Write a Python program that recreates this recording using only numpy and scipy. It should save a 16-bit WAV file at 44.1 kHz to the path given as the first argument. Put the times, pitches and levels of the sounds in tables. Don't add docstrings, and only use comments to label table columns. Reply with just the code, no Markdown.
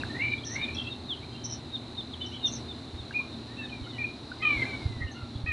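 import sys
import numpy as np
from scipy import signal
from scipy.fft import rfft, irfft
from scipy.io import wavfile
from scipy.ndimage import uniform_filter1d, map_coordinates

SR = 44100
rng = np.random.default_rng(int(sys.argv[2]) if len(sys.argv) > 2 else 0)


def unload_audio(sound):
    columns = np.transpose(np.atleast_2d(sound))
    steps = np.round(np.clip(columns, -1, 1) * 32767)
    wavfile.write(sys.argv[1], SR, steps.astype(np.int16))


N = 243431
T = np.arange(N) / SR

# middle of the rise t/s, low f/Hz, high f/Hz, echo level/dB,
# pitch jitter/share, levels of harmonics 2-5/dB
RISES = [(0.2, 446.6, 596.3, -5.5, 0.016, (-46, -27, 0, -20)),
         (.556, 449, 594.5, -3, 0.021, (-28, -19, 0, -20.5))]
# t/s, level/dB
RISE_LEVELS = [
    [(0.09, -52), (0.108, -36.5), (0.136, -61), (0.154, -35.5), (0.182, -46), (0.204, -30.5),
     (0.258, -32.5), (0.304, -41), (0.338, -29.5), (0.355, -49)],
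    [(0.46, -49.5), (0.488, -58), (0.516, -45.5), (0.548, -52), (0.566, -33.5), (0.6, -46), (0.616, -33),
     (0.676, -49), (0.69, -38), (0.73, -54)],
]
# start f/Hz, end f/Hz, how fast the tone turns pure/(1/s), echo level/dB,
# pitch jitter/share, levels of harmonics from the 2nd up/dB
FALLS = [(918, 585, 2.5, -17, 0.0045, (-15, 0, -25, -24)),
         (640.7, 503, 10, -6.5, .011, (-9.5, -16, 0, -11, -23)),
         (800, 585, 0.5, -13.5, 0.0067, (-15.5, 0, -23, -31))]
# t/s, level/dB
FALL_LEVELS = [[(3.57, -59), (3.602, -36), (3.686, -67), (3.734, -42), (3.804, -65.5),
               (3.97, -57.5)] + [(4.0, -47), (4.07, -71)], [(4.418, -54), (4.426, -33), (4.476, -19.5),
               (4.482, -31), (4.504, -30), (4.514, -22), (4.548, -30.5), (4.562, -35.5), (4.63, -33.5),
               (4.655, -50)], [(4.655, -41), (4.755, -41), (4.795, -57), (4.823, -46.5), (4.877, -59.5),
               (4.989, -53), (5.023, -39), (5.065, -50.5), (5.115, -49.5), (5.135, -64)]]
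# t/s, length/s, start f/Hz, end f/Hz, level/dB, echo level/dB,
# pitch jitter/share, levels of harmonics 2-5/dB
NOTES = [(0.743, 0.11, 666, 683, -49, -20, 0.0097, (-15, -17, 0, -2)),
         (.845, .06, 662, 682, -44.5, -8, 0.018, (-25, -24, 0, -9)),
         (1.309, .27, 796, 756, -58.5, -13, 0.0074, (-26, -14, 2, -20)),
         (2.205, 0.064, 771, 751, -39.5, -5, 0.012, (-28, -23, 0, -15)),
         (2.317, 0.059, 768, 762, -44, -7, 0.018, (-25, -16.5, 0, -23)),
         (2.395, 0.12, 730, 692, -55, -7, 0.012, (-28, -20, 0, -13)),
         (3.141, 0.083, 620, 596, -29.5, -13.5, 0.0081, (-44, -39, 0, -47)),
         (3.983, 0.053, 612, 586, -33, -16, 0.0066, (-41, -35, 0, -38)),
         (4.033, 0.031, 617, 599, -31, -7.5, 0.011, (-44, -37, 0, -38)),
         (5.146, 0.096, 712, 677, -52.5, -4, 0.02, (0, -11, -7, -22)),
         (5.464, .09, 658, 604, -31.5, -11, .009, (-18, -5.5, -1, -25))]
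# end t/s, f before the hook/Hz, level/dB
CHIPS = [(.344, 3840, -43), (.657, 3694, -34), (.942, 3700, -40), (1.770, 3705, -34), (2.014, 3650, -34.5),
         (2.249, 3550, -40.5), (2.478, 3660, -25), (2.725, 3624, -39.5), (3.019, 3670, -45.5),
         (3.355, 3710, -49), (3.667, 3734, -41), (3.922, 3700, -47)]
# t/s, length/s, start f/Hz, end f/Hz, level before the swell shape/dB
SLURS = [(1.077, 0.078, 3960, 2750, -32), (2.133, 0.015, 3740, 2990, -37)]
# t/s, length/s, middle f/Hz, level before the swell shape/dB
BUZZES = [(0.445, 0.046, 5700, -42), (0.493, 0.074, 5820, -42.5), (.745, 0.012, 5450, -44),
          (1.439, 0.028, 5810, -38.5), (1.496, 0.051, 5580, -38), (1.523, 0.036, 5900, -50),
          (2.261, .012, 5590, -48), (2.284, 0.0091, 5400, -55), (2.459, 0.038, 5900, -40),
          (2.517, 0.029, 6300, -42), (2.537, 0.041, 5740, -42.5), (5.11, 0.026, 6260, -55.5),
          (0.767, 0.099, 5540, -65), (2.296, 0.076, 5600, -63)]
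# t/s, f/Hz, peak level/dB, decay/s
CLUCKS = [(0.035, 1620, -23, 0.0011), (3.1086, 1606, -34, 0.0017), (4.316, 1483, -31.5, 0.0027)]
# t/s, length/s, start f/Hz, end f/Hz,
# level before the swell shape/dB
GLIDES = [(.006, 0.018, 2790, 2370, -41), (.197, 0.043, 2720, 2720, -41.5), (0.38, 0.021, 3410, 3470, -46),
          (0.437, 0.0076, 3030, 3450, -40.5), (0.769, 0.0051, 3200, 3430, -34),
          (.783, 0.0091, 3270, 3460, -31), (0.797, 0.0089, 3220, 3310, -32), (.811, .014, 3200, 3170, -38),
          (0.87, 0.0082, 3150, 3280, -39), (1.172, 0.014, 3200, 3110, -46.5),
          (1.225, .024, 2220, 2450, -49.5), (1.342, .03, 2800, 2800, -51), (2.334, 0.054, 3330, 3330, -49),
          (3.122, .016, 2830, 2820, -50), (3.193, 0.028, 930, 1304, -46.5), (3.47, .09, 1745, 1960, -55.5),
          (3.606, .068, 1760, 1744, -47), (3.693, .01, 3140, 2970, -48.5), (3.834, .035, 3110, 2990, -52),
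          (3.865, 0.016, 1485, 1390, -47.5), (3.927, 0.055, 3030, 2900, -50.5),
          (4.401, 0.054, 2080, 1980, -42), (4.635, 0.019, 1750, 1600, -43),
          (5.011, 0.034, 2055, 2130, -41.5), (5.068, 0.034, 2850, 2900, -49), (5.15, 0.03, 2840, 2780, -51),
          (5.344, 0.037, 3380, 3520, -52)]
# t/s, f/Hz, peak level between the two sides/dB, half length/s
BUMPS = [(0.056, 114, -33, .015), (1.926, 70, -47, 0.0048), (2.949, 81, -33.5, 0.008),
         (3.004, 88, -32.5, 0.0095), (3.823, 79.5, -32.5, 0.011), (4.574, 60, -32, 0.013),
         (4.863, 94, -18, 0.0076), (4.904, 104, -28, 0.012), (4.97, 85, -30.5, 0.0042),
         (5.016, 100.2, -25.5, 0.0045), (5.051, 84, -25.5, 0.015), (5.237, 88.5, -31, 0.0086),
         (5.362, 91, -27, 0.0076), (5.442, 82.5, -21.5, 0.004), (5.496, 84, -28.5, 0.02)]
# f/Hz, rms level/dB
DRONE = [(83.5, -53), (117, -49), (233, -53), (249, -53.5)]
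# t/s, level/dB
BACKGROUND_LEVEL = [(0.0, -66.5), (0.01, -68.5), (0.47, -73), (0.56, -69.5), (0.95, -73.5), (2.41, -73.5),
                    (2.58, -71), (2.7, -73), (4.37, -73.5), (4.61, -67), (5.08, -75.5), (5.39, -74),
                    (5.45, -76)]
# f/Hz, level per Hz/dB
AIR = [(20, -17.5), (40, -15), (60, -3), (95, 0), (130, 2), (175, -6), (275, 1.5), (370, -3), (480, -12),
       (800, -11), (1150, -16), (1800, -22), (3200, -22.5), (5300, -30), (11000, -40)]
# f/Hz, level per Hz/dB
WIDTH = [(20, -5), (80, 8), (200, -9), (1000, 4), (2400, 1.5), (5000, -18), (11000, -27)]

RISE_S = 0.0414
SCOOP_SHARE, SCOOP_S = 0.0805, 0.0049
NOTE_ATTACK_S, NOTE_RELEASE_S, NOTE_EDGE_DB = 0.011, 0.014, -11.5
CHIP_ATTACK_S, CHIP_HOLD_S, CHIP_RELEASE_S, CHIP_EDGE_DB = 0.02, 0.021, 0.008, -18.5
CHIP_SAG_HZ_PER_S, CHIP_HOOK_HZ, CHIP_HOOK_S = 2880, 640, 0.0038
CRICKET_HZ, CRICKET_SPREAD_HZ = 3957, 215
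CRICKET_DB, AIR_DB, WIDTH_DB = -50.5, -43.5, -71
TOP_HZ = 11100


def undb(db):
    return 10 ** (np.asarray(db) / 20)


def unit(x):
    return x / np.sqrt(np.mean(x ** 2))


def walk(rate):
    points = rng.standard_normal(4096)
    return unit(map_coordinates(points, [T * rate], order=2, mode='wrap'))


def turn(hz):
    return 2 * np.pi * np.cumsum(hz) / SR


def track(rows):
    s, hz, db = np.transpose(rows)
    fade_s = .003
    i = np.flatnonzero((T > s[0] - fade_s) & (T < s[-1] + fade_s))
    t = T[i]
    ends = np.clip(np.minimum(t - s[0], s[-1] - t) / fade_s + 1, 0, 1)
    pitch = uniform_filter1d(np.interp(t, s, hz), size=110)
    gain = uniform_filter1d(undb(np.interp(t, s, db)), size=110)
    return i, pitch, np.sqrt(2) * ends * gain


def envelope(s, attack, length, release, db, edge_db):
    hold_end = s + max(attack, length - release)
    return [(s, db + edge_db), (s + attack, db), (hold_end, db), (s + length, db + edge_db)]


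def voiced(levels):
    i, _, gain = track([(s, 0, db) for s, db in levels])
    return i, np.maximum(T[i] - levels[0][0], 0), gain


def reeds(x, t60):
    t = T[:SR // 2]
    build = 1 - np.exp(-t / .02)
    response = rng.standard_normal(len(t)) * build * np.exp(-np.log(1000) * t / t60)
    return signal.oaconvolve(x, response / np.linalg.norm(response))[:N]


def gallinules(flutter_db=3.0, thinnest_db=-29, swing=0.78):
    direct, scattered = np.zeros((2, N))
    shake, flutter = walk(300), flutter_db * walk(130)
    for i, hz, gain, harmonics_db, purify, echo_db, jitter in gallinule_calls():
        phase = turn(hz * (1 + jitter * shake[i]))
        purity = 1 + purify * (T[i] - T[i[0]])
        steadier = gain.max() * (gain / gain.max()) ** swing
        call = 0
        for k, db in enumerate(harmonics_db, 2):
            weak = steadier * undb(np.maximum(db * purity, min(db, thinnest_db)))
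            strength = gain if db == max(harmonics_db) else weak
            call = call + strength * np.sin(k * phase) * undb(flutter[i])
        direct[i] += call
        scattered[i] += undb(echo_db) * call
    return direct + reeds(scattered, .22)


def gallinule_calls():
    for (middle, low, high, echo_db, jitter, harmonics_db), levels in zip(RISES, RISE_LEVELS):
        i, _, gain = voiced(levels)
        hz = low + (high - low) * (1 + np.tanh((T[i] - middle) / RISE_S)) / 2
        yield i, hz, gain, harmonics_db, 0, echo_db, jitter
    for (start, end, purify, echo_db, jitter, harmonics_db), levels in zip(FALLS, FALL_LEVELS):
        i, age, gain = voiced(levels)
        hz = np.linspace(start, end, len(i)) * scoop(age)
        yield i, hz, gain, harmonics_db, purify, echo_db, jitter
    for s, length, start, end, db, echo_db, jitter, harmonics_db in NOTES:
        levels = envelope(s, NOTE_ATTACK_S, length, NOTE_RELEASE_S, db, NOTE_EDGE_DB)
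        i, age, gain = voiced(levels)
        hz = np.linspace(start, end, len(i)) * scoop(age)
        yield i, hz, gain, harmonics_db, 0, echo_db, jitter


def scoop(age):
    return 1 - SCOOP_SHARE * np.exp(-age / SCOOP_S)


def chipper(echo_db=-15, t60=0.3, stems_db=-10):
    out = np.zeros(N)
    length = CHIP_ATTACK_S + CHIP_HOLD_S + CHIP_RELEASE_S
    for end, hz, db in CHIPS:
        levels = envelope(end - length, CHIP_ATTACK_S, length, CHIP_RELEASE_S, db, CHIP_EDGE_DB)
        i, age, gain = voiced(levels)
        sag = CHIP_SAG_HZ_PER_S * (age - CHIP_ATTACK_S - CHIP_HOLD_S / 2)
        hook = CHIP_HOOK_HZ * np.exp(np.minimum(T[i] - end, 0) / CHIP_HOOK_S)
        out[i] += gain * np.sin(turn(hz - sag - hook))
    for s, length, start_hz, end_hz, db in SLURS:
        i, hz, gain = track([(s, start_hz, db), (s + length, end_hz, db)])
        out[i] += gain * np.hanning(len(i)) * np.sin(turn(hz))
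    stems = undb(stems_db) * reeds(out, 0.07)
    return out + stems + undb(echo_db) * reeds(out, t60)


def buzzer(sweep_hz=290, trill_hz=170, scatter_hz=150, droop_hz=120, echo_db=-8, t60=0.11):
    out = np.zeros(N)
    sweep = sweep_hz * np.sin(turn(trill_hz * (1 + 0.26 * walk(150)))) + scatter_hz * walk(700)
    for s, length, hz, db in BUZZES:
        i, pitch, gain = track([(s, hz + droop_hz, db), (s + length, hz - droop_hz, db)])
        swell = np.hanning(len(i)) ** .35
        out[i] += gain * swell * np.sin(turn(pitch + sweep[i]))
    throat = signal.butter(5, (5350, 6500), 'bandpass', fs=SR, output='sos')
    out = signal.sosfilt(throat, out * undb(3.5 * walk(320)))
    return out + undb(echo_db) * reeds(out, t60)


def frog(echo_db=-15, t60=0.14):
    out = np.zeros(N)
    for s, hz, db, decay in CLUCKS:
        age = np.maximum(T - s, 0)
        ring = age / decay * np.exp(1 - age / decay)
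        out += undb(db) * ring * np.sin(2 * np.pi * hz * age)
    return out + undb(echo_db) * reeds(out, t60)


def short_glides(scatter_hz=60, echo_db=-10, t60=0.27):
    out, hoarse = np.zeros(N), scatter_hz * walk(400)
    for s, length, start_hz, end_hz, db in GLIDES:
        i, hz, gain = track([(s, start_hz, db), (s + length, end_hz, db)])
        swell = np.sqrt(np.hanning(len(i)))
        out[i] += gain * swell * np.sin(turn(hz + hoarse[i]))
    return out + undb(echo_db) * reeds(out, t60)


def crickets(count=15, echo_db=0, high_hz=4880, high_db=-69, thin_hz=5600, thin_db=-70):
    chorus = 0
    for place in np.linspace(-2.4, 2.9, count):
        cricket = trill(CRICKET_HZ + CRICKET_SPREAD_HZ * place, rng.uniform(35, 60))
        chorus = chorus + np.exp(-place ** 2 / 4) * cricket
    chorus = unit(chorus + undb(echo_db) * reeds(chorus, 0.79))
    high = trill(high_hz, 39.5) * undb(3 * walk(6))
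    high = unit(high + .5 * reeds(high, 0.05))
    fade_in = np.interp(T, [2.2, 3.4], [0, 1])
    thin = np.sin(turn(thin_hz + 70 * walk(300))) * fade_in
    return undb(CRICKET_DB) * chorus + undb(high_db) * high + undb(thin_db) * thin


def trill(hz, stroke_hz):
    stroke = turn(stroke_hz * (1 + .1 * walk(20))) / (2 * np.pi) + rng.random()
    cycle = stroke % 1
    strength = undb(3 * walk(30))
    pulse = np.sin(np.pi * cycle) ** 4
    pitch = hz * (1 + 0.038 * (.5 - cycle) + 0.0043 * walk(60))
    return unit(strength * pulse * np.sin(turn(pitch)))


def breeze():
    out = np.zeros((2, N))
    for s, hz, db, width in BUMPS:
        offset = rng.random() + .05 * rng.standard_normal((2, 1))
        push = undb(db) * np.exp(-((T - s) / width) ** 2)
        out += push * np.cos(2 * np.pi * (hz * (T - s) + offset))
    return out * undb([[-1.2], [1.2]])


def engine(wander=0.0141, fade_db=4.0, early_db=3.0, recede_s=0.9):
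    lines = 0
    for hz, db in DRONE:
        fade = undb(fade_db * walk(8.3))
        tone = np.sin(turn(hz * (1 + wander * walk(24.8))))
        lines = lines + undb(db) * unit(fade * tone)
    return lines * undb(early_db * np.exp(-T / recede_s))


def coloured(points):
    hz, db = np.transpose(points)
    bins = np.maximum(np.fft.rfftfreq(2 ** 18, 1 / SR), 1)
    gain = undb(np.interp(np.log(bins), np.log(hz), db))
    white = rng.standard_normal(2 * len(bins) - 2)
    return unit(irfft(gain * rfft(white))[:N])


def scene():
    level_db = np.interp(T, *np.transpose(BACKGROUND_LEVEL))
    level = undb(level_db - np.median(level_db))
    background = level * (undb(AIR_DB) * coloured(AIR) + crickets()) + engine()
    ahead = gallinules() + chipper() + buzzer() + frog() + short_glides() + background
    side = undb(WIDTH_DB) * level * coloured(WIDTH)
    return ahead + breeze() + side * np.array([[1], [-1]])


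def record(dry):
    low_pass = signal.ellip(10, .2, 80, TOP_HZ, fs=SR, output='sos')
    return signal.sosfilt(low_pass, dry)


dry = scene()
out = record(dry)
unload_audio(out)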